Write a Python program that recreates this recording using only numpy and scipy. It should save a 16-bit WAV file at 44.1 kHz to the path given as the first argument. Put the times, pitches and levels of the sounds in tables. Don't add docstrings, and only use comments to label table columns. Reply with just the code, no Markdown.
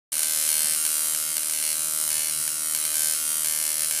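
import sys
import numpy as np
from scipy import signal
from scipy.fft import rfft, irfft
from scipy.io import wavfile

SR = 44100
rng = np.random.default_rng(int(sys.argv[2]) if len(sys.argv) > 2 else 0)


def pcm_store(signal):
    levels = np.round(np.clip(np.atleast_2d(signal), -1, 1) * 32767)
    wavfile.write(sys.argv[1], SR, levels.astype(np.int16).T)


N = 176400
SPARK_HZ = 77.475
UPPER, LOWER = 0, 1

# from t/s, to t/s, extra level/dB
UPPER_SPELLS = [(.123, .161, -0.5), (.174, .213, -1), (.226, .471, -1), (.484, .755, 0.5),
                (.846, .872, 2.1), (1.143, 1.156, -3.5), (1.362, 1.388, -5.5), (1.426, 1.44, -8),
                (1.491, 1.504, -1), (1.53, 1.604, 0.5), (1.617, 1.736, 2), (2.098, 2.304, 3),
                (2.472, 2.485, -2.5), (2.743, 2.782, 0), (2.846, 2.859, 1.5), (2.937, 3.143, 2),
                (3.44, 3.853, 2.5), (3.905, 4.01, .5)]
# t/s, relative level/dB
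DISCHARGE_LEVEL = [(.12, -3), (.22, -0.5), (.4, 1.5), (.53, 0), (.72, 0), (.78, -2), (.9, -1.6), (1.06, -1),
                   (1.22, -2.5), (1.35, -3.5), (1.46, -3), (1.7, -4), (1.8, -3), (2.02, -1.5), (2.12, -5),
                   (2.28, -4.5), (2.4, -2.5), (2.58, -5), (2.7, -2.5), (2.87, -3), (2.96, -2.7),
                   (3.13, -2.5), (3.2, -3), (3.35, -1.5), (3.5, -4), (3.7, -3.5), (3.77, -5.5),
                   (3.81, -2.5), (3.84, -2), (3.87, -3.5), (4, -2)]
# t/s, extra level/dB
HARD_SNAPS = [(.193, 3.5), (.232, 4.5), (1.149, 6), (1.368, 12), (1.381, 11.5), (1.394, 2), (1.432, 10),
              (1.497, 2.5), (1.536, 1), (2.014, 3), (2.04, 2), (2.079, 4.5), (2.092, 3.5), (2.477, 6.5),
              (2.749, 5), (2.852, 2), (3.91, 3.5)]
# f/Hz, relative level/dB
UPPER_COLOUR = [(100, -48), (310, -46), (387, -10), (465, -14), (542, -2), (620, -8), (700, -13.5),
                (852, -9), (930, -12.5), (1005, -3), (1160, -2.5), (1240, -4.5), (1472, -6), (1550, 2.3),
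                (1705, -2.5), (1782, 1.5), (1860, -4.5), (2092, -1.3), (2170, -9), (2247, 3), (2400, -1.5),
                (2710, 0.1), (3100, -2), (3500, -5.5), (4000, -4.5), (4185, -2.5), (4380, -4.3), (4700, -2),
                (5700, 0.25), (7000, 0.5), (7900, 4.5), (9200, 8.5), (10200, 9), (11500, 5), (13300, 0),
                (15300, -5)]
LOWER_COLOUR = [(100, -58), (310, -17), (387, -23.5), (465, -9.5), (542, -4), (620, -3), (700, -6),
                (852, -13), (930, -4), (1085, -10.5), (1170, -2), (1400, 1), (1705, -7.5), (1860, -2),
                (2015, -5.5), (2170, 1.5), (2247, -9.5), (2480, -1.5), (2635, -8.5), (2790, -2), (3150, -1),
                (3450, -9), (4100, -1.5), (4450, -5.5), (4700, -3), (5400, -1.5), (6400, 0.2), (7000, 0.5),
                (8000, 6), (9200, 8.5), (10200, 9), (11500, 4.5), (13300, 0), (15300, -2.5)]
# delay/ms, gain, growth of the delay as the spark slides/(ms/s)
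UPPER_ECHOES = [(.217, .23, 0), (1.33, .62, .38), (2.42, .12, .3)]
LOWER_ECHOES = [(.213, .19, 0), (.73, .42, .8), (2.5, .08, .3)]
# f/Hz, relative level/dB
ROOM_COLOUR = [(200, -12), (700, -7.5), (1500, -2), (4000, 4.5), (9000, 2.3), (15000, 1.5)]
# f/Hz, width/Hz, upper-end boost/dB, lower-end boost/dB
RESONANCES = [(3180, 60, 4, 4.5), (4380, 110, 8, 0), (5730, 110, 3, 3), (7516, 80, 3, 3), (9230, 160, 2, 5)]
# multiple of the spark rate, level/dB
HUM_PARTIALS = [(2, -66), (3, -70), (4, -58.5), (8, -59.5)]
# t/s, level/dB
DRONE_LEVEL = [(.12, -70), (.5, -66), (.65, -60), (.8, -68.5), (1.8, -65), (2.05, -59), (2.42, -57.5),
               (2.55, -62.5), (4, -63)]
# f/Hz, relative level/dB
RUMBLE_COLOUR = [(25, -21), (50, -22), (100, -7), (140, -7), (180, -2), (235, 6.5), (275, -2.5),
                 (400, -9.5), (1000, -3.5), (4000, -24)]
# t/s, level/dB
RUMBLE_LEVEL = [(.1, -57), (.55, -59), (.66, -51), (.78, -58), (1.2, -59.5), (2.1, -58), (4, -59)]


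def amp(db):
    return 10 ** (np.asarray(db) / 20)


def unit(x):
    return x / np.sqrt(np.mean(x ** 2) + 1e-20)


def curve(points, t):
    return np.interp(t, *np.transpose(points))


def spectrum(points, hz):
    f, db = np.transpose(points)
    return amp(np.interp(np.log(hz + 1), np.log(f), db))


def colour(x, points, size=4096):
    log_gain = np.log(spectrum(points, abs(np.fft.fftfreq(size, 1 / SR))))
    response = np.exp(np.conj(signal.hilbert(log_gain)))
    taps = np.fft.ifft(response).real[:size // 2]
    return signal.oaconvolve(x, taps)[:len(x)]


def wander(t, hz, count=16):
    rates = np.geomspace(hz / 10, hz, count)[:, None]
    return np.sin(2 * np.pi * (rates * t + rng.random((count, 1)))).sum(0) * np.sqrt(2 / count)


def clicks(times, gains, size=8):
    samples = np.floor(times * SR).astype(int)[:, None] + np.arange(1 - size, size + 1)
    offset = samples - times[:, None] * SR
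    pulses = gains[:, None] * np.sinc(offset) * np.cos(np.pi * offset / (2 * size)) ** 2
    return np.bincount(np.maximum(samples, 0).ravel(), pulses.ravel(), N)[:N]


def room_tail(early_t60_s=.1, late_t60_s=.36, late_db=-5):
    t = np.arange(SR // 2) / SR
    fade = amp(-60 * t / early_t60_s) + amp(late_db - 60 * t / late_t60_s)
    reflections = rng.standard_normal(len(t)) * (rng.random(len(t)) < .2)
    tail = reflections * fade * np.minimum(t / .00027, 1)
    return tail / np.linalg.norm(tail)


def ring(x, end):
    for hz, width, *boost_db in RESONANCES:
        band = signal.lfilter(*signal.iirpeak(hz, hz / width, SR), x)
        x = x + (amp(boost_db[end]) - 1) * band
    return x


def rod_end(end, times, gains, crack, spell, age, echoes, tone, slide_ms_per_s, room_db):
    def arrivals(ms_per_s):
        jump_ms = .018 * rng.standard_normal(len(times))[spell]
        jitter_ms = .0055 * rng.standard_normal(len(times))
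        creep_ms = .007 * wander(times, hz=3.5)
        return times + (jitter_ms + creep_ms + jump_ms + ms_per_s * age) / 1000

    near = clicks(arrivals(-slide_ms_per_s), gains * crack)
    for delay_ms, gain, growth in echoes:
        near += clicks(arrivals(growth - slide_ms_per_s) + delay_ms / 1000, gain * gains * crack)
    path_rates = np.linspace(-1, 1, 6) * slide_ms_per_s
    shares = np.array([1 + .7 * wander(times, hz=4) + .42 * rng.standard_normal(len(times))
                       for _ in path_rates])
    shares /= np.linalg.norm(shares, axis=0)
    shares *= amp(-5 * age)
    room = sum(signal.oaconvolve(clicks(arrivals(rate), gains * share), room_tail())[:N]
               for rate, share in zip(path_rates, shares))
    at_microphone = near + amp(room_db) * colour(room, ROOM_COLOUR)
    sound = ring(colour(at_microphone, tone), end)
    return unit(sound) * np.sqrt(np.mean(gains ** 2))


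def sparks(trim_db=-23, snap_dry_share=.7, lower_lag_s=.00019):
    times = np.arange(.01259, N / SR, 1 / SPARK_HZ)
    snap_db = sum(extra_db * (abs(times - at) < .5 / SPARK_HZ) for at, extra_db in HARD_SNAPS)
    level_db = curve(DISCHARGE_LEVEL, times) + trim_db + (1 - snap_dry_share) * snap_db
    scatter_db = .02 * rng.standard_normal(len(times))
    flutter_db = .52 * wander(times, hz=8.2)
    crack = amp(snap_dry_share * snap_db + scatter_db + flutter_db)
    at_upper = np.zeros(len(times), bool)
    for start, stop, extra_db in UPPER_SPELLS:
        inside = (times >= start) & (times < stop)
        at_upper |= inside
        level_db += extra_db * inside
    spell = np.cumsum(at_upper != np.roll(at_upper, 1))
    age = times - times[np.searchsorted(spell, spell)]
    upper = rod_end(UPPER, times, amp(level_db) * at_upper, crack, spell, age,
                    UPPER_ECHOES, UPPER_COLOUR, slide_ms_per_s=.1, room_db=.6)
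    lower = rod_end(LOWER, times + lower_lag_s, amp(level_db) * ~at_upper, crack, spell, age,
                    LOWER_ECHOES, LOWER_COLOUR, slide_ms_per_s=.28, room_db=2.2)
    return upper + lower


def hum(t):
    return sum(amp(db) * np.sqrt(2) * np.sin(2 * np.pi * (multiple * SPARK_HZ * t + rng.random()))
               for multiple, db in HUM_PARTIALS)


def drone(t, centre_hz=141.4, waver_hz=3.7, throb_db=3):
    pitch = centre_hz + waver_hz * wander(t, hz=14)
    tone = np.sqrt(2) * np.sin(2 * np.pi * np.cumsum(pitch) / SR)
    level_db = curve(DRONE_LEVEL, t) + throb_db * wander(t, hz=14)
    return amp(level_db) * tone


def rumble(t):
    shape = spectrum(RUMBLE_COLOUR, np.fft.rfftfreq(N, 1 / SR))
    noise = irfft(rfft(rng.standard_normal(N)) * shape, N)
    return amp(curve(RUMBLE_LEVEL, t)) * unit(noise)


def scene():
    t = np.arange(N) / SR
    return (sparks() + hum(t) + drone(t) + rumble(t))[None]


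def record(dry):
    start_s, cutoff_hz = .12, 15400
    live = dry * (np.arange(N) >= start_s * SR)
    lowpass = signal.firwin(401, cutoff_hz, window=("kaiser", 8), fs=SR)
    return signal.oaconvolve(live, lowpass[None], "same")


dry = scene()
out = record(dry)
pcm_store(out)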